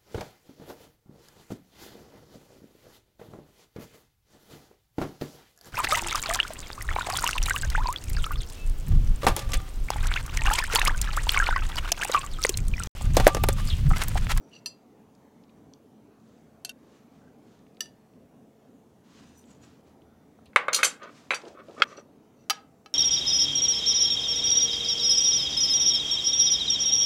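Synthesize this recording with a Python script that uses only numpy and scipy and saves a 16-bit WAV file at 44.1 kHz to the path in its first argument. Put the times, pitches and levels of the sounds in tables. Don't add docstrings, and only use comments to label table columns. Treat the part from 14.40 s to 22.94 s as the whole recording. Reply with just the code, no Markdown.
import sys
import numpy as np
from scipy import signal
from scipy.io import wavfile
from scipy.ndimage import uniform_filter1d

SR = 44100
rng = np.random.default_rng(int(sys.argv[2]) if len(sys.argv) > 2 else 0)


def generate_wav(sig):
    pcm = np.round(np.clip(np.atleast_2d(sig).T, -1, 1) * 32767).astype(np.int16)
    wavfile.write(sys.argv[1], SR, pcm)


N = 376613

# frequency in Hz, relative density in dB.
ROOM_SPECTRUM = [(12, -52.5), (20, -31.5), (135, -4.5), (165, -5), (251, 0), (361, -8.5), (428, -8),
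                 (566, -12.5), (670, -13), (1690, -28.5), (5210, -38.5), (6000, -35), (8410, -40.5),
                 (15800, -42), (16200, -61.5)]
# time in seconds, level in dB.
ROOM_LEVEL = [(0, -57), (1.3, -55.5), (1.7, -57), (2.8, -56), (4.2, -58), (5.2, -56), (6.2, -56),
              (7.4, -57), (8.54, -59)]
# time in seconds, level in dB rms.
RUMBLE_LEVEL = [(4.5, -85), (4.816, -70), (5.698, -66), (5.908, -74), (6.1, -64)]
# frequency in Hz, level in dB rms about which it wavers.
MOTOR_TONES = [(220.7, -69.5), (436.0, -72), (678.3, -80.5)]
# frequency in Hz, t60 in seconds.
KITCHEN_T60 = [(250, 0.73), (1000, 0.38), (3000, 0.24), (7000, 0.15), (14000, 0.067)]
SPLICE_TIMES = [0, 2.3205, 7.4408, 9]

# start, strongest and end in seconds, strongest level in dB,
# blend of the two rubbing sounds from 0 to 1.
PLATE_SCRAPES = [(0.0, 0.055, 0.12, -72, 0.9), (0.128, 0.138, 0.155, -54, 0.16),
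                 (0.15, 0.16, 0.2, -54, 0.1), (7.413, 7.523, 7.56, -60, 0.5),
                 (7.566, 7.568, 7.615, -50, 0.5), (7.96, 7.996, 8.05, -69, 0.45)]
# start, strongest and end in seconds, strongest level in dB.
SLEEVE_RUBS = [(0.056, 0.146, .24, -66), (1.795, 1.88, 2.2, -72), (2.373, 2.558, 2.66, -66),
               (2.645, 2.757, 2.97, -71), (2.965, 3.116, 3.3, -69), (4.63, 4.78, 5.07, -59.5),
               (5.06, 5.105, 5.2, -62.5), (5.19, 5.24, 5.42, -61.5), (5.427, 5.484, 5.55, -69),
               (6.664, 6.777, 6.92, -57.5), (6.982, 7.083, 7.16, -58), (7.226, 7.414, 7.42, -57),
               (7.437, 7.498, 7.62, -60)]
# frequency in Hz, relative density in dB.
CLOTH_SPECTRUM = [(590, -34.5), (1000, 3.5), (1490, 0.5), (1680, 1), (2210, -3), (2470, -0.5), (6980, -6),
                  (14000, -31)]
# start in seconds, peak in dB, centre in Hz, decay time in ms.
TICKS_AND_CLICKS = [(.096, -60, 8500, 1.6), (.75, -58, 5500, 2.5), (1.8, -62, 4900, 2.5),
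                    (1.036, -56.5, 3740, 3.2), (1.093, -56.5, 3000, 4.7), (1.336, -43, 4400, 1.06),
                    (3.191, -58, 5200, 1.5), (3.266, -55, 2400, 1.5), (3.347, -57, 5000, 1.5),
                    (3.370, -48.5, 3120, 1.2), (3.736, -59.5, 3230, 1.4), (4.972, -58, 10500, 28),
                    (5.04, -52, 2570, 1.3), (5.618, -57, 2780, 2.5), (5.988, -47, 840, 1.8),
                    (6.056, -52.5, 3240, 13.6), (6.056, -56.5, 8000, 3.5), (6.1602, -21, 7500, 1.2),
                    (6.2828, -36, 7000, 1.2), (7.016, -45, 4400, 3.3), (7.052, -45.5, 3470, 3.2),
                    (7.081, -46, 4800, 3.8), (7.283, -50, 3500, 3.3), (7.31, -51, 3470, 2.7),
                    (7.331, -52.5, 4530, 3.2), (7.348, -54, 6500, 2.6), (7.399, -41, 4500, 4)]
# start, strongest and end in seconds, strongest level in dB,
# first and last pitch in Hz.
SQUEAK_GLIDES = [(.112, .16, .18, -55, 2910, 2720), (2.815, 2.9, 2.91, -68, 1537, 1537),
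                 (7.172, 7.178, 7.23, -49.5, 1200, 1168), (7.365, 7.372, 7.418, -47.5, 1164, 1230)]
# start, strongest and end in seconds, strongest level in dB,
# blend of the two places on the links from 0 to 1.
JINGLES = [(4.84, 4.874, 4.95, -68, 0.1), (4.945, 4.985, 5.04, -62.5, .05), (5.036, 5.11, 5.19, -66, 0.95),
           (5.214, 5.235, 5.27, -62, .8)]
# start, strongest and end in seconds,
# strongest level in dB, dullness from 0 to 1.
WORKTOP_RUBS = [(6.317, 6.38, 6.43, -34, 0), (6.594, 6.65, 6.71, -39.5, 0.14),
                (7.035, 7.039, 7.07, -42, 0.93), (7.048, 7.076, 7.16, -44, 0.91),
                (7.142, 7.202, 7.23, -43.5, 0.38), (7.275, 7.287, 7.36, -43.5, .95),
                (7.376, 7.415, 7.42, -30, 0.48), (7.432, 7.447, 7.48, -43.5, .05),
                (7.46, 7.533, 7.56, -45, 0.23), (7.55, 7.583, 7.625, -41.5, 0.54)]

# frequency in Hz, relative level in dB when struck at place 0
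# and at place 1, undamped t60 in seconds.
PLATE_MODES = [(969, -24, -37, .1), (1292, -26, -24, .08), (1776, -28, -15, .08), (2702, -8, -20, .06),
               (2907, -28, -3, .05), (3128, -18, -25, .06), (3450, -36, -13, .05), (3806, -33, -14, .06),
               (4267, -1, -14, .045), (4650, -10, -3, .06), (4791, -17, -19, .24), (5675, -24, -11, .09),
               (5903, -11, -1, .085), (7569, -16, -34, .09), (7892, -40, -16, .06), (8800, -25, -36, .09),
               (10630, -31, -31, .08), (11140, -30, -24, .07), (12950, -35, -17, .06),
               (13680, -30, -23, .06), (14500, -34, -15, .025), (15300, -44, -20, .025)]
# frequency in Hz, dB at places 0 and 1, undamped t60 in seconds.
DISH_MODES = [(713, -10.5, -11, 0.061), (1475, -19, -16, 0.14), (2680, -15, -9, 0.13),
              (2755, -22, 5.5, 0.066), (3110, -1, 6, 0.03), (3700, -22, -4, 0.09), (4220, 5, -13, 0.042),
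              (4610, 0, 2, 0.041), (5670, -3, 2, 0.03), (6360, -1, -10, 0.048), (7540, 2.5, -21, 0.038),
              (8750, -4, -12, 0.044), (8970, -1, -18, 0.052), (10500, -4, 0, 0.034), (11600, -2, -13, .025),
              (12700, -3, 1, 0.022), (14620, -5, -3, 0.018)]
# frequency in Hz, dB at places 0 and 1, undamped t60 in seconds.
LINK_MODES = [(5960, 0, -9, .06), (6870, -8, 0, .06), (7680, -14, -1, .06), (8890, -6, -20, .05),
              (9720, -20, -11, .05), (12200, -18, -15, .04)]
# frequency in Hz, dB at places 0, 1 and 2, undamped t60 in seconds.
WORKTOP_MODES = [(251.2, -31, -40.5, -39, 0.017), (535, -7.5, -10, -7, 0.029), (840, -21, -30.5, -27, .03),
                 (1217, 3, -28, -21, 0.04), (1334, -0.5, -10.5, -4.5, 0.045), (1487, 0.5, 0, -18, 0.038),
                 (1590, -11.5, -9, -9, 0.05), (1788, -6, -20.5, -7, .035), (2140, -6.5, -9.5, -12, 0.063),
                 (2213, -0.5, -4, -3.5, 0.03686), (2350, -17, -15, 0.5, 0.058),
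                 (2541, -10.5, -0.5, -2, 0.043), (2760, -13.5, -3.5, -4, 0.0089),
                 (3098, -13.5, -10.5, -12.5, 0.035), (3623, -14, -16.5, -24, 0.057),
                 (3913, -18, -18.5, -9.5, 0.057), (4380, -21.5, -12.5, -14, 0.025)]
# frequency in Hz, dB at places 0 to 3, undamped t60 in seconds.
TONG_MODES = [(2810, -11, -14, -20, -16, .11), (3074, -25, -22, -6, -7, .09), (3240, -18, -9, -16, -20, .3),
              (3500, -30, -30, -30, -8, .15), (3768, -21, -12, -13, -18, .2), (4240, -5, 0, -6, -11, .08),
              (4608, -14, -14, -12, -2, .15), (4855, -13, -8, -20, -21, .19),
              (5486, -13, -14, -21, -20, .09), (5771, -17, -8, -20, -4, .15),
              (5916, -18, -11, -2, -21, .09), (6175, -12, -11, -1, -10, .11), (6300, 0, -9, -2, -18, .1),
              (6874, -19, -2, -11, -10, .07), (7117, -8, -10, -9, -18, .13), (7316, -21, -18, -7, -13, .2),
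              (7833, -27, -27, -10, -17, .15), (8489, -27, -20, -3, -23, .12),
              (8845, -25, -16, -15, -15, .15), (9205, -22, -2, -2, -28, .13), (9790, -21, -14, -6, -20, .1),
              (10500, -40, -25, -12, -17, .14), (10740, -16, -20, -20, -19, .12),
              (11300, -29, -14, -13, -22, .08), (12450, -30, -14, -17, -28, .11),
              (13190, -24, -36, -21, -27, .07), (13830, -32, -19, -25, -28, .08),
              (14680, -18, -16, -28, -36, .09), (15400, -22, -18, -27, -33, .07)]
# frequency in Hz, dB, undamped t60 in seconds.
LADEN_PLATE_MODES = [(530, -26, 0.02), (1415, -3, 0.031), (2160, -5, 0.012), (2580, -9, 0.018),
                     (3250, -3.5, 0.015), (4250, -17.5, 0.02), (4610, -6, 0.0052), (5600, -19.5, .015),
                     (6810, -32, 0.055), (7640, -33, 0.039), (9600, -39, 0.017)]
# frequency in Hz, dB, undamped t60 in seconds.
PLATE_FOOT_MODES = [(790, -20, 0.08), (1271, -12.5, 0.063), (1660, -16, 0.077), (2274, -17, 0.096),
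                    (2655, -12.5, 0.088), (3054, -1.5, 0.053), (4086, -1.5, 0.049), (4767, -0.5, 0.043),
                    (5650, -3.5, 0.053), (6400, 5.5, 0.0098), (7900, -18, 0.035), (9390, -12.5, 0.06),
                    (10200, -12, 0.031), (11250, -4.5, 0.025), (11600, -21, 0.05), (12840, -3, 0.02),
                    (13200, -19, 0.07), (14370, -13, 0.035), (15700, -4, 0.016)]

# start in seconds, peak of the ring in dB, place,
# softness in dB an octave, damping factor that divides t60.
PLATE_BLOWS = [(0.259, -21.5, 0.065, -1, 0.94), (3.406, -16, 1, 1, 1.3), (3.457, -42.5, 1, 9, 1.9)]
# start in seconds, ring peak in dB, place, softness in dB an octave, damping factor.
DISH_BLOWS = [(2.248, -22, .1, .6, 1.2), (2.293, -26, 0.97, .49, 1.25)]
# start in seconds, ring peak in dB, place, softness in dB an octave,
# damping factor, change in dB at each bounce.
WORKTOP_KNOCKS = [(6.132, -47, 0.73, 2, 2.6, -20.5), (6.1604, 0.64, 0.12, 1, 1.8, -22),
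                  (6.283, -11.5, 0.033, 4.5, 1.17, -11.5), (6.331, -22, 0.54, 2, 0.62, -10),
                  (6.389, -21, 0.11, 4, 0.74, -5), (6.4306, -7.5, 0.98, -0.5, 1.36, -24),
                  (6.447, -16, 0.56, 4, 1.15, -5), (6.9066, -10.5, 2.2, -0.4, 2.5, -26),
                  (6.9115, -17.5, 1.8, 0.1, 1.8, -22.5), (6.917, -19, 1.2, 3.5, 1.5, -26.5),
                  (6.923, -20.5, 2, 3.5, 2.2, -23), (6.935, -17, 1.6, 2, 1.6, -10.5),
                  (7.040, -44, .5, 19.5, 1.5, -12.5)]
# start in seconds, ring peak in dB, place, softness in dB an octave, damping factor.
TONG_BLOWS = [(6.16, -33, 2.4, 1, 1.1), (6.33, -15, 0.02, -0.1, 1.34), (6.3444, -9, 0.77, -0.3, 2.2),
              (6.36, -15.5, 1.2, 0, 1.15), (6.4313, -13.5, 1.45, -2, 1.2), (6.443, -11.5, 1.65, -1.5, 2.4),
              (6.446, -10.5, 2.3, -0.9, 0.9), (6.63, -44, 0.2, 11, 1.3), (6.906, -36, 2.2, -1, 0.56),
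              (6.9431, -25.5, 2.95, 1.5, 1.18)]
# start in seconds, ring peak in dB, a fixed 0.5 that has no effect,
# softness in dB an octave, damping factor.
LADEN_PLATE_BLOWS = [(7.4202, 0, .5, 3.2, 1.06), (7.4226, -2, .5, 0.1, 1.89)]
# start in seconds, ring peak in dB, a fixed 0.5 that has no effect,
# softness in dB an octave, damping factor.
FOOT_BLOWS = [(8.098, -10.5, .5, 3.1, 1.25), (8.103, -11.5, .5, 2, 0.85), (8.107, -15.5, .5, 7.1, 0.92),
              (8.46, -37.5, .5, 8.7, 0.91)]

WAVER_S, WAVER_DB = 0.009, 3.5


def amp(db):
    return 10 ** (np.asarray(db) / 20)


def evened(x):
    return x / np.sqrt(np.mean(x ** 2) + 1e-20)


def read(points, hz):
    point_hz, value = np.transpose(points)
    return np.interp(np.log(hz + 1), np.log(point_hz + 1), value)


def band(x, low_hz, high_hz, order=2):
    sos = signal.butter(order, (low_hz, high_hz), "bandpass", fs=SR, output="sos")
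    return signal.sosfilt(sos, x)


def add(mix, s, sound):
    part = mix[round(s * SR):][:len(sound)]
    part += sound[:len(part)]


def hiss(spectrum, size, patchy_db):
    hz = np.fft.rfftfreq(2048, 1 / SR)
    real, imaginary, patches = rng.standard_normal((size // 512 + 5, 1025, 3)).T
    patches = uniform_filter1d(patches, size=12, axis=0)
    patches = evened(uniform_filter1d(patches, size=12, axis=1))
    level_db = read(spectrum, hz)[:, None] + patchy_db * patches
    z = (real + 1j * imaginary) * amp(level_db)
    return evened(signal.istft(z, nperseg=2048, noverlap=1536)[1][:size])


def pressure(start, strongest, end, db, ends_db):
    t = np.arange(max(start, 0), end, 1 / SR)
    first = round(t[0] * SR)
    swell_db = np.interp(t, [start, strongest, end], [ends_db, 0, ends_db])
    return slice(first, first + len(t)), amp(db + swell_db) * signal.windows.tukey(len(t), 0.1)


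def ring(modes, place, soft_db=0, damping=1, contact_db=0, together=False):
    hz, *levels, t60 = np.transpose(modes)[:, :, None]
    t = np.arange(min(SR // 4, int(SR * t60.max() / damping))) / SR
    place = np.clip(place, 0, len(levels) - 1)
    share = np.maximum(1 - abs(place - np.arange(len(levels))), 0)
    db = np.tensordot(share, levels, 1) - soft_db * np.log2(hz / 3000)
    side = (1 if together else -1) ** np.arange(len(hz))[:, None]
    step, part = np.divmod(t / WAVER_S, 1)
    step = step.astype(int)
    knots = WAVER_DB * rng.standard_normal((len(hz), step[-1] + 2))
    knots[:, 0] = 0
    waver_db = knots[:, step] * (1 - part) + knots[:, step + 1] * part
    decay_db = 60 * t * damping / t60 + contact_db * t
    return (side * amp(db + waver_db - decay_db) * np.sin(2 * np.pi * hz * t)).sum(0)


def strike(modes, blows, rise_ms, crack_db, crack_hz, crack_s, rattle_db, contact_db, together=False):
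    out = np.zeros(N)
    lowest_hz, reach_hz = crack_hz
    for s, db, place, soft_db, damping in blows:
        body = ring(modes, place, soft_db, damping, contact_db, together)
        body = np.pad(body, (0, max(SR // 8 - len(body), 0)))
        t = np.arange(len(body)) / SR
        swell = 1 - np.exp(-1000 * t / rise_ms)
        body = swell * body
        top_hz = np.clip(reach_hz / (2.5 + 0.16 * abs(soft_db)), 1.5 * lowest_hz, SR / 2 - 1000)
        noise = rng.standard_normal(len(t))
        crack = evened(band(noise, lowest_hz, top_hz, order=3)) / 2
        fade = np.exp(-t / crack_s) + amp(rattle_db) * np.exp(-t / 0.029)
        sound = body / abs(body).max() + amp(crack_db) * crack * swell * fade
        until = min(cut for cut in SPLICE_TIMES if cut > s)
        add(out, s, amp(db) * sound * (s + t < until))
    return out


def stroke(rings, strokes, slips_per_s, ends_db):
    out = np.zeros(N)
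    happens = rng.random(N) < slips_per_s / SR
    slips = rng.standard_normal(N) * amp(1.4 * rng.exponential(1, N)) * happens
    first, second = (evened(signal.oaconvolve(slips, r)[:N]) for r in rings)
    for *shape, blend in strokes:
        span, level = pressure(*shape, ends_db)
        share = np.clip(blend, 0, 1)
        out[span] += level * ((1 - share) * first[span] + share * second[span])
    return out


def room_tone():
    t = np.arange(N) / SR
    background = hiss(ROOM_SPECTRUM, N, patchy_db=2.0)
    low = signal.sosfilt(signal.butter(1, 1500, fs=SR, output="sos"), background)
    level = amp(np.interp(t, *np.transpose(ROOM_LEVEL)))
    rumble_level = amp(np.interp(t, *np.transpose(RUMBLE_LEVEL), -99, -99))
    rumble = rumble_level * evened(band(rng.standard_normal(N), 75, 84))
    return level * low + level.mean() * (background - low) + rumble


def motor():
    out, t = np.zeros(N), np.arange(N) / SR
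    knots = np.arange(0, N / SR + 1, 0.15)
    for hz, db in MOTOR_TONES:
        waver_db = np.interp(t, knots, 0.98 * rng.standard_normal(len(knots)))
        tone = np.sqrt(2) * np.sin(2 * np.pi * (hz * t + rng.random()))
        out += amp(db + waver_db) * tone
    return out


def plate_scrapes():
    broad = band(ring(PLATE_MODES, 0.3, 3.5, 1.1), 2400, 12000, order=3)
    narrow = band(ring(PLATE_MODES, 0.93, damping=2.2), 5100, 8200, order=3)
    return stroke([broad, narrow], PLATE_SCRAPES, slips_per_s=1100, ends_db=-8.5)


def sleeve():
    out = np.zeros(N)
    grain = amp(0.98 * evened(uniform_filter1d(rng.standard_normal(N), size=500)))
    rub = evened(grain * hiss(CLOTH_SPECTRUM, N, patchy_db=-1.0))
    for row in SLEEVE_RUBS:
        span, level = pressure(*row, ends_db=-14)
        out[span] += level * rub[span]
    return out


def ticks_and_clicks():
    out, t = np.zeros(N), np.arange(SR // 10) / SR
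    for s, db, hz, ms in TICKS_AND_CLICKS:
        u = 1000 * t / ms
        noise = rng.standard_normal(len(t)) * (1 - np.exp(-4 * u)) * np.exp(-u)
        burst = band(noise, hz / 1.4, hz * 1.4, order=3)
        add(out, s, amp(db) * burst / abs(burst).max())
    return out


def squeak():
    out = np.zeros(N)
    width_hz = 93
    lowpass = signal.butter(2, width_hz / 2, fs=SR)
    for *shape, start_hz, end_hz in SQUEAK_GLIDES:
        span, level = pressure(*shape, ends_db=-6)
        slow = signal.lfilter(*lowpass, rng.standard_normal((2, SR // 4)))[:, -len(level):]
        turns = np.cumsum(np.linspace(start_hz, end_hz, len(level))) / SR
        tone = np.sin(2 * np.pi * turns + evened(slow[1]))
        out[span] += level * evened((0.4 + evened(slow[0])) * tone)
    return out


def plate_taps():
    return strike(PLATE_MODES, PLATE_BLOWS, rise_ms=1.0, crack_db=-1.5, crack_hz=(2300, 30000),
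                  crack_s=0.0023, rattle_db=-27, contact_db=62)


def dish_taps():
    return strike(DISH_MODES, DISH_BLOWS, rise_ms=0.75, crack_db=-7.5, crack_hz=(1500, 24000),
                  crack_s=0.0046, rattle_db=-22, contact_db=30)


def bracelet():
    rings = [ring(LINK_MODES, place, damping=1.7) for place in (0, 1)]
    return stroke(rings, JINGLES, slips_per_s=810, ends_db=-10)


def bounced(knocks):
    blows = [row[:5] for row in knocks]
    for count, delay_s in enumerate((0.0097, 0.021), start=1):
        for s, db, _, soft_db, damping, loss_db in knocks:
            blows.append((s + delay_s, db + count * loss_db, 0.35, soft_db, damping))
    return blows


def worktop_knocks():
    return strike(WORKTOP_MODES, bounced(WORKTOP_KNOCKS), rise_ms=0.95, crack_db=-6.5, crack_hz=(600, 6500),
                  crack_s=0.0034, rattle_db=-11.5, contact_db=30.0, together=True)


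def tongs():
    return strike(TONG_MODES, TONG_BLOWS, rise_ms=1.1, crack_db=-9.5, crack_hz=(2500, 24000),
                  crack_s=0.0064, rattle_db=-5.5, contact_db=92.0)


def worktop_rubs():
    bright = band(ring(WORKTOP_MODES, 0, 6.5, 2.7), 370, 6000)
    dull = band(ring(WORKTOP_MODES, 0, 22, 7.7), 160, 1100)
    return stroke([bright, dull], WORKTOP_RUBS, slips_per_s=1800, ends_db=-14.5)


def laden_plate():
    return strike(LADEN_PLATE_MODES, LADEN_PLATE_BLOWS, rise_ms=0.69, crack_db=-18, crack_hz=(900, 11000),
                  crack_s=0.0019, rattle_db=-8.5, contact_db=57.5)


def plate_foot():
    return strike(PLATE_FOOT_MODES, FOOT_BLOWS, rise_ms=0.36, crack_db=-1.5, crack_hz=(600, 19000),
                  crack_s=0.0024, rattle_db=-26.5, contact_db=191)


def kitchen():
    taps = np.zeros(SR // 2)
    at = np.arange(200, len(taps) - 20, 20)
    taps[at + rng.integers(0, 20, len(at))] = rng.choice([-1., 1.], len(at))
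    hz, t, z = signal.stft(taps, SR, nperseg=256)
    decay = amp(-60 * t / read(KITCHEN_T60, hz)[:, None])
    tail = signal.istft(z * decay, SR, nperseg=256)[1]
    return tail / np.linalg.norm(tail)


def scene():
    out = room_tone() + motor()
    near = plate_scrapes() + sleeve() + ticks_and_clicks() + squeak()
    near += plate_taps() + dish_taps() + bracelet()
    near += worktop_knocks() + tongs() + worktop_rubs()
    near += laden_plate() + plate_foot()
    near = signal.sosfilt(signal.butter(2, 190, "highpass", fs=SR, output="sos"), near)
    echoes = kitchen()
    for start, end in zip(SPLICE_TIMES, SPLICE_TIMES[1:]):
        part = near[round(start * SR):round(end * SR)]
        add(out, start, part + amp(-18.0) * signal.oaconvolve(part, echoes)[:len(part)])
    return out[None]


def record(dry):
    clipped = np.clip(dry, -0.98, 0.98)
    lowpass = signal.firwin(255, 16700, window=("kaiser", 9), fs=SR)
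    return signal.oaconvolve(clipped, lowpass[None], "same")


dry = scene()
out = record(dry)
generate_wav(out)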